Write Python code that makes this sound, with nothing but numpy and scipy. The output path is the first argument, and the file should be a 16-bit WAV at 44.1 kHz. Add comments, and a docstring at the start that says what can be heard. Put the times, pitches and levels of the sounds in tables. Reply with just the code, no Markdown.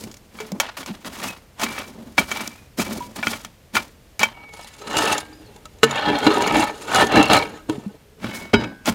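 """Iron tool on a brick hearth

A long iron oven tool works close to a phone. First its forked head jabs and rakes through embers;
then it shoves a heavy cast-iron pan over the gritty floor and rakes once more. Grit and blows are a
train of small forces that drive damped modes of the iron and coloured crunch of brick and coal.
Chips, squeals, lone rings and a faint whistle join in. The brick vault adds a short tail over the
quiet kitchen air, and loud blows clip.
"""
import sys
import numpy as np
from scipy import signal
from scipy.fft import rfft, irfft
from scipy.io import wavfile
from scipy.ndimage import uniform_filter1d

SR = 44100
rng = np.random.default_rng(int(sys.argv[2]) if len(sys.argv) > 2 else 0)


def dump_mix(stems):
    """Bounce the given channels to the path in sys.argv[1] as a 16-bit WAV at rate SR."""
    frames = np.atleast_2d(stems).T  # one column per channel
    limited = np.clip(frames, -1, 1)  # hard clip at full scale
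    pcm = np.round(limited * 32767).astype(np.int16)
    wavfile.write(sys.argv[1], SR, pcm)


N = 394254

# Every contact force has three parts: drag (between the two limits), thud (below) and crack (above)
THUD_HZ, CRACK_HZ = 600, 4500
PAN_FROM_S, PAN_TO_S = 4.33, 8.19  # the pan is shoved between these times, the fork works outside them


def undb(db):
    """Decibel law: the amplitude gain of a level in dB."""
    return 10 ** (np.asarray(db) / 20)


def unit(x):
    """Energy normalisation: the sum of squares becomes 1."""
    return x / np.sqrt(np.sum(x ** 2))


def fade(t60, size):
    """Exponential decay: 60 dB down after t60 s."""
    return np.exp(-np.log(1000) * np.arange(size) / SR / t60)


def walk(rate):
    """Slow random modulation: Gaussian levels 1 / rate s apart, joined by straight lines."""
    k = int(SR / rate)
    held = np.repeat(rng.standard_normal(N // k + 1), k)
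    return uniform_filter1d(held, k)[:N]


def shape(points, size):
    """Spectral envelope: gain at each frequency of a transform, from (Hz, dB) points on a log axis."""
    hz, db = np.transpose(points)
    bins_hz = np.fft.rfftfreq(size, 1 / SR)
    return undb(np.interp(np.log(bins_hz + 1), np.log(hz), db))


def part_of(hz):
    """Band splitting: which force drives a frequency, 0 drag, 1 thud or 2 crack."""
    return np.where(hz < THUD_HZ, 1, np.where(hz > CRACK_HZ, 2, 0))


def ring(force, hz, t60):
    """Damped resonance: a complex one-pole filter; a white force of rms 1 gives a ring of rms 1."""
    pole = np.exp(2j * np.pi * hz / SR - np.log(1000) / (t60 * SR))
    gain = np.sqrt(2 * (1 - abs(pole) ** 2))
    return gain * signal.lfilter([1], [1, -pole], force + 1e-18).imag


def straying(force, hz, t60):
    """Resonance of drifting frequency: the force is shifted to 0 Hz, damped there and shifted back."""
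    wander = 0.0078  # share by which the pitch strays as the contact moves
    turn = np.exp(2j * np.pi * np.cumsum(hz * (1 + wander * walk(12))) / SR)
    pole = np.exp(-np.log(1000) / (t60 * SR))
    swing = signal.lfilter([1], [1, -pole], (force + 1e-18) * turn.conj())
    return np.sqrt(2 * (1 - pole ** 2)) * (turn * swing).imag


def kitchen():
    """Stationary coloured noise: quiet room air and draught of the fire, swelling slightly."""
    # spectrum of the air: frequency_hz, relative_level_db
    air_spectrum = [(15, -14), (25, 21.5), (108, 5.5), (355, -8), (466, -5), (1020, -15.5), (2240, -16.5),
                    (10500, -26), (14900, -26), (16200, -45)]
    air = unit(irfft(rfft(rng.standard_normal(N)) * shape(air_spectrum, N), N))
    return air * np.sqrt(N) * undb(-43.5 + .8 * walk(3))


def whistle():
    """Frequency and amplitude modulation: a faint thin tone, unsteady in both, that bends down."""
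    # course of the tone: time_s, pitch_hz, level_db
    tone_course = [(5.33, 4750, -60), (5.37, 5050, -61), (5.44, 4700, -63), (5.54, 3520, -66)]
    s, hz, db = np.transpose(tone_course)
    t = np.arange(N) / SR
    turn = np.cumsum(np.interp(t, s, hz) * (1 + .012 * walk(90))) / SR
    level_db = np.interp(t, s, db, -150, -150) + 6 * walk(50)
    return undb(level_db) * np.sin(2 * np.pi * turn)


def vault(dry):
    """Diffuse reverberation: short dense tail of the brick vault, duller than the direct sound."""
    t60_s, level_db, dull_hz = 0.085, -19.5, 3870
    size = SR // 2
    noise = signal.lfilter(*signal.butter(1, dull_hz, fs=SR), rng.standard_normal(size))
    tail = unit(noise * fade(t60_s, size))
    return dry + undb(level_db) * signal.oaconvolve(dry, tail)[:N]


def pings():
    """Free decay of single modes: each lone ring swells for a few milliseconds and dies away."""
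    # lone rings: start_s, pitch_hz, level_db (before onset and decay), t60_s
    lone_rings = [(0.402, 434, -25.5, 0.22), (0.524, 199, -17, 0.082), (0.904, 202, -18.5, 0.078),
                  (1.285, 2550, -24.5, 0.15), (3.005, 974, -24.5, 0.17), (4.25, 3130, -33, 0.23),
                  (4.66, 2000, -47, 0.25), (5.199, 1600, -38.5, 0.51), (7.78, 240, -16, 0.037),
                  (7.862, 202, -18, 0.1), (8.538, 406, -6.5, 0.096)]
    out, size = np.zeros(N + SR), SR
    t = np.arange(size) / SR
    onset = 1 - np.exp(-t / 0.0013)
    for s, hz, db, t60 in lone_rings:
        out[int(s * SR):][:size] += undb(db) * onset * fade(t60, size) * np.sin(2 * np.pi * hz * t)
    return out[:N]


def squeal(drag_force):
    """Friction-driven resonance: an edge of the iron sings roughly on one pitch while it skids."""
    # skids: start_s, end_s, pitch_hz, level_db (re drag), t60_s
    skids = [(1.66, 1.87, 2322, -6, 0.19), (2.226, 2.53, 2310, -5.5, .12), (2.542, 2.758, 2460, 0.5, 0.089),
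             (4.34, 4.6, 2233, 0, .6), (2.79, 3.08, 2315, -10, .1), (5.94, 6.272, 3270, -17, 0.09),
             (6.942, 7.405, 791, -10.5, 0.13), (8.301, 8.474, 2210, -0.5, 0.28)]
    t = np.arange(N) / SR
    return sum(undb(db) * straying(drag_force * (t > start) * (t < end), hz, t60)
               for start, end, hz, db, t60 in skids)


def chips(slide, db, per_s, count):
    """Random impulses on resonators: crumbs of coal and brick snap under the iron and ring briefly.

    Each of count pitches snaps per_s times a second on average, as hard as the slide presses.
    """
    pressure = uniform_filter1d(np.abs(slide), 256, axis=1)
    out = 0
    for hz in np.geomspace(900, 11000, count) * rng.uniform(.95, 1.05, count):
        snaps = (rng.random(N) < per_s / SR) * rng.standard_normal(N) * np.sqrt(SR / per_s)
        out = out + ring(snaps * pressure[part_of(hz)] + 1e-18, hz, 107.0 / hz)
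    return undb(db) * out / np.sqrt(count / 2)


def crunch(force, points):
    """Non-resonant filtering: brick and coal only colour each force, by a minimum-phase response."""
    size = 2048
    # folding the cepstrum onto positive times makes the response causal
    cepstrum = irfft(np.log(shape(points, size)))
    cepstrum[1:size // 2] *= 2
    tap = irfft(np.exp(rfft(cepstrum[:size // 2], size)))
    out = 0
    parts = ((THUD_HZ, CRACK_HZ), "band"), (THUD_HZ, "low"), (CRACK_HZ, "high")
    for f, (hz, kind) in zip(force, parts):
        band = signal.butter(2, hz, kind, fs=SR, output="sos")
        out = out + signal.oaconvolve(f, unit(signal.sosfilt(band, tap)))[:N]
    return out


def bricks(slide, hit, early):
    """Dry contact noise: the crunch of brick and coal under the fork, then under the pan."""
    # crunch spectra: frequency_hz, relative_level_db
    fork_colour = [(26, -61), (45, -3.5), (150, -6.5), (234, 5), (363, -4.5), (2300, -12), (7000, -19),
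                   (16000, -27.5)]
    pan_colour = [(26, -64.5), (70, -19.5), (280, 7), (838, 3.5), (1070, 1), (4200, -15), (5700, -24.5),
                  (8000, -23), (16000, -37)]
    under_fork = crunch(early * (slide + undb(-8) * hit), fork_colour)
    under_pan = crunch(~early * undb(-9) * (slide + hit), pan_colour)
    return under_fork + under_pan


def grit(spread_db, slip_db):
    """Stick-slip friction: dense grains of uneven size come in clumps as the contact catches. Rms 1."""
    size_db = spread_db * np.minimum(rng.exponential(size=N), 5)
    # the whole tool catches together, while each part also stutters on its own
    slip = walk(60) + 1.86 * np.array([walk(200), walk(90), 1.06 * walk(140)])
    grains = rng.standard_normal((3, N)) * undb(size_db + slip_db * slip)
    return grains / grains.std(axis=1, keepdims=True)


def drag():
    """Sliding friction: the drag, thud and crack forces of strokes that swell, hold and fade."""
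    # strokes of the fork through the embers and shoves of the pan over the bricks:
    # full_speed_from_s, level_db (of the drag force), swell_s, hold_s, fade_s,
    # thud_db (heavy rumble re drag), crack_db (fine grit re drag)
    strokes = [(0.0, -46, .01, 0.0076, 0.27, 11, 3.5), (0.348, -46, 0.062, 0.13, 0.19, 1, -4.5),
               (0.514, -57, .005, 0.035, 0.18, 22, 1), (0.617, -31, 0.006, 0.0057, 0.2, -20, -16),
               (0.769, -31, 0.0018, 0.014, 0.1, -3, -3), (0.871, -39, 0.0088, 0.036, 0.2, 0, -7.5),
               (1.055, -37, 0.019, 0.026, 0.033, 5, -2), (1.236, -31, 0.25, 0.02, 0.18, -2, -4),
               (1.627, -20, 0.046, 0.013, 0.034, -8, -4), (1.657, -36, 0.025, 0.16, 0.18, -1, -5.5),
               (1.886, -57, 0.13, 0.2, 0.16, 16.5, -2.5), (2.182, -20, 0.016, 0.0054, 0.078, 0.5, -4.5),
               (2.344, -33.5, 0.27, 0.077, 0.23, -2, -1.5), (2.788, -28, 0.016, 0.031, 0.048, 5.5, 1),
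               (2.851, -39, 0.052, 0.082, 0.3, 9.5, 1.5), (3.162, -37.5, 0.017, 0.042, 0.082, 0.5, -2.5),
               (3.272, -32.5, 0.086, 0.05, 0.2, -5.5, -2), (3.748, -30, 0.023, 0.0076, 0.16, 1, -2),
               (4.201, -24, 0.0047, 0.029, 0.092, -7, -9.5), (4.338, -42.5, 0.083, 0.036, 0.43, -9.5, -30),
               (4.536, -46.5, 0.041, 0.14, 0.96, -10, 7.5), (4.978, -16, 0.2, 0.16, 0.13, -7.5, -5),
               (5.265, -52, 0.055, 0.055, 1.8, 2, -1), (5.835, -17, 0.0092, 0.0042, 0.031, -5, 2),
               (5.87, -23, 0.04, 0.11, .1, -7.5, -17), (5.975, -18, 0.1, 0.15, 0.29, -11.5, -35),
               (6.273, -17, 0.33, 0.091, 0.36, -3.5, -13), (6.418, -18, 0.082, 0.21, 0.19, -5.5, -9.5),
               (6.76, -42, .1, 0.14, .1, -5, 8), (6.961, -10, 0.13, 0.057, 0.1, -3.5, -8.5),
               (7.143, -10.5, 0.14, 0.058, 0.23, -3.5, -21), (7.322, -6.5, 0.059, 0.037, 0.11, -3.5, -13.5),
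               (7.475, -32, 0.039, 0.014, 0.23, 0.5, -6.5), (7.692, -31.5, 0.011, 0.0058, 0.051, 8, -3),
               (7.713, -40, 0.022, 0.02, 0.36, 8.5, 0), (8.249, -35, 0.09, 0.043, 0.37, 5, -11.5),
               (8.356, -42.5, 0.083, 0.015, 0.16, -8, 7), (8.534, -18.5, 0.0033, 0.009, 0.021, 10, -37),
               (8.568, -35.5, .02, 0.011, 0.24, 14.5, -27), (8.875, -20.5, 0.029, 0.013, 0.057, 0.5, -7.5)]
    swell_db = 30  # swell and fade lengths are counted over this many dB
    t, power = np.arange(N) / SR, np.zeros((3, N))
    for s, level_db, swell, hold, fall, thud_db, crack_db in strokes:
        away = np.maximum((s - t) / max(swell, 1e-3), (t - s - hold) / max(fall, 1e-3))
        near = away < 2
        parts_db = level_db + np.array([[0], [thud_db], [crack_db]])
        power[:, near] += undb(parts_db - swell_db * np.maximum(away[near], 0)) ** 2
    return np.sqrt(power) * grit(spread_db=2.2, slip_db=2.1)


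def blows():
    """Impact: one sharp tap, then a chatter as the iron settles; a catch is a small bright blow."""
    # blows and ticks: start_s, level_db (relative), thud_db (re level), crack_db (re level), chatter_ms
    impacts = [(0.039, -17.5, 7.5, 4, 0.73), (0.388, -20, -21, -17, 3.5), (0.402, -18, -33, -4.5, 11.3),
               (0.519, -22.5, 16, 10, 2.1), (0.6, -2, -41, 0, 8), (0.83, -18, -22, -24, 2.4),
               (0.861, -20.5, -20, 2.5, 4.5), (1.047, -20.5, -24.5, -9, 3.5), (1.596, -23, 0, 3, 6.4),
               (1.633, -7.5, -9, -3, 5.7), (1.782, -20.5, -3, -4, 3.7), (2.180, 1, -17, -18.5, 7.6),
               (2.315, -6, -32, -8, 4.1), (2.476, -25, 3, 18, 2.1), (2.794, -19, -15, 0, 23),
               (3.228, -13.5, -45, -23, 11), (3.27, 3, -7, -17, 2.35), (3.332, -16, -5, -17, 7.6),
               (3.448, -19.5, -4, 3.5, 4.3), (3.753, -2, -21, -8, 3.2), (3.767, -1, -41, -23, 6.8),
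               (4.194, -12, -10, 7, 2.4), (4.231, -0.5, -15, -2.5, 6.1), (4.592, -27, -9.5, -5, 8.3),
               (5.832, 11.5, -8.5, -20, 2.5), (6.266, 2, -2.5, -22, 9.6), (7.299, 1.5, -3, -23, 6.9),
               (7.697, -5.5, -0.5, -5.5, 1.9), (8.244, -18, 21.5, -11.5, 2.1), (8.537, -3.5, 1, -35, 9.8),
               (8.638, -14.5, 0, -29, 6.7), (8.857, -19, -14, 4, 7.7)]
    # grains of grit that jam under the iron and crack: start_s, level_db (relative)
    jams = [(0.1144, -29), (0.1413, -28), (0.169, -32), (4.4907, -37), (4.537, -27), (4.645, -28),
            (4.9076, -27), (4.9307, -20), (4.9688, -4.5), (5.0554, -11), (5.1274, -7), (5.1805, -10),
            (5.562, -32), (5.655, -25), (5.7374, -46), (5.7857, -38), (5.91, -15), (5.9574, -22),
            (6.1868, -15), (6.314, -28), (6.4213, -10.5), (6.4748, -10), (6.5675, -13), (6.5959, -13),
            (6.624, -16.5), (6.8107, -27.5), (6.9272, -15), (6.9463, -5.5), (6.9586, -4), (7.0164, -12),
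            (7.069, -13), (7.1215, -16), (7.1571, -11), (7.1801, -22), (7.228, -7), (7.256, -14),
            (7.2843, -18), (7.333, 0.5), (7.347, -13), (7.3665, -6), (7.4295, -26)]
    size = 4096
    force = np.zeros((3, N + size))
    ms = 1000 * np.arange(size) / SR
    rows = [(s, db + np.array([0, thud_db, crack_db]), chatter_ms)
            for s, db, thud_db, crack_db, chatter_ms in impacts]
    # catches: gain in dB on the drag, thud and crack parts, then chatter time in ms
    rows += [(s, db + np.array([-3, -18, 3]), 4.2) for s, db in jams]
    for (s, db, chatter_ms), rough in zip(rows, rng.standard_normal((len(rows), 3, size))):
        push = rough * (1 - np.exp(-ms / .3)) * np.exp(-ms / max(chatter_ms, .3))
        push[:, 0] = 4  # the tap
        at = int(s * SR)
        force[:, at:at + size] += 0.54 * undb(db)[:, None] * push
    return force[:, :N]


def iron(force, modes, shift_db, shift_rate):
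    """Modal synthesis: as the contact wanders, each mode is driven more or less and strays in pitch."""
    out = 0
    for hz, db, t60 in modes:
        drive = force[part_of(hz)] * undb(db + shift_db * walk(shift_rate))
        out = out + straying(drive, hz, t60)
    return out


def rim(force, t):
    """Contact damping: the pan's rim rings out only while little weight rests on it."""
    # modes of the rim: frequency_hz, level_db (re the force), t60_s
    rim_modes = [(937, -8, .29), (1513, -11, .8), (1617, -11, .9), (1803, -10, .25), (2211, -3, 0.38),
                 (2575, -14, 0.2), (2990, -7, 0.3), (3865, -12, .3), (4935, -13, 0.33)]
    # times of little weight: start_s, end_s, level_db (gain added to the loaded one)
    free_spells = [(4.431, 4.853, -28), (7.33, 7.44, -34), (8.242, 8.627, -7.5)]
    loaded_db = -28
    freedom = undb(loaded_db) + sum(undb(db) * (t > a) * (t < b) for a, b, db in free_spells)
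    on_rim = (t > PAN_FROM_S) * force * freedom
    return sum(undb(db) * ring(on_rim, hz, t60) for hz, db, t60 in rim_modes)


def pan(slide, hit, early):
    """Forced vibration of a heavy plate: grit and blows ring the cast-iron pan."""
    # modes of the pan: frequency_hz, level_db (re the force on their part), t60_s
    pan_modes = [(136.6, -19.5, 0.57), (232.6, -12.5, 0.33), (310.7, -3.5, 0.11), (419, -9, 0.17),
                 (448.7, -5.5, 0.1), (628, -14, 0.062), (847, -9, 0.059), (954, -14.5, 0.057),
                 (1298, -14.5, 0.045), (1487, -22, 0.064), (1768, -20, 0.16), (2250, -17, 0.027),
                 (2702, -16.5, 0.06), (2850, -25.5, .06), (3230, -23.5, 0.04), (3550, -25.5, 0.034),
                 (4000, -22, 0.035), (6480, -25, 0.027), (6950, -19, .012), (7400, -21, 0.012),
                 (10040, -32, 0.025)]
    return iron(~early * (undb(-4.5) * slide + hit), pan_modes, shift_db=7.0, shift_rate=14.0)


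def fork(slide, hit, early, t):
    """Forced vibration of a bar: blows reach the forked iron better than sliding grit does."""
    # modes of the fork: frequency_hz, level_db (re the force on their part), t60_s
    fork_modes = [(119.3, -13, 0.38), (233.7, -10, 0.19), (298, -15.5, 0.2), (898, -27, 0.23),
                  (1446, -11, 0.035), (1802, -18.5, 0.038), (2299, -6, 0.057), (2553, -12.5, 0.059),
                  (3180, -14.5, 0.046), (7150, -10, 0.0018)]
    # for the first second the fork leans on a pot, which mutes its ring in the drag band by 8 dB
    held = undb(-8 * np.outer([1, 0, 0], t < 1.0))
    return iron(early * held * (undb(-13) * slide + hit), fork_modes, shift_db=2.2, shift_rate=9.0)


def scene():
    """Superposition: shared forces ring the fork, then the pan, then the fork again, under the vault."""
    slide, hit, t = drag(), blows(), np.arange(N) / SR
    early = (t < PAN_FROM_S) | (t > PAN_TO_S)  # True whenever the fork works
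    metal = fork(slide, hit, early, t) + pan(slide, hit, early) + rim((slide + hit)[0], t)
    crumbs = chips(slide, db=-11, per_s=70, count=24)
    hearth = metal + bricks(slide, hit, early) + crumbs + squeal(slide[0]) + pings()
    return (vault(hearth) + whistle() + kitchen())[None]


def record(dry):
    """Band limiting and clipping: the phone's microphone thins deep bass, clips and cuts the top."""
    bass_cut_hz, top_hz, clip_level = 79.4, 16150, .93
    thin = signal.sosfilt(signal.butter(2, bass_cut_hz, "high", fs=SR, output="sos"), dry)
    clipped = np.clip(thin, -clip_level, clip_level)
    return signal.sosfilt(signal.ellip(10, .2, 80, top_hz, fs=SR, output="sos"), clipped)


dry = scene()
out = record(dry)
dump_mix(out)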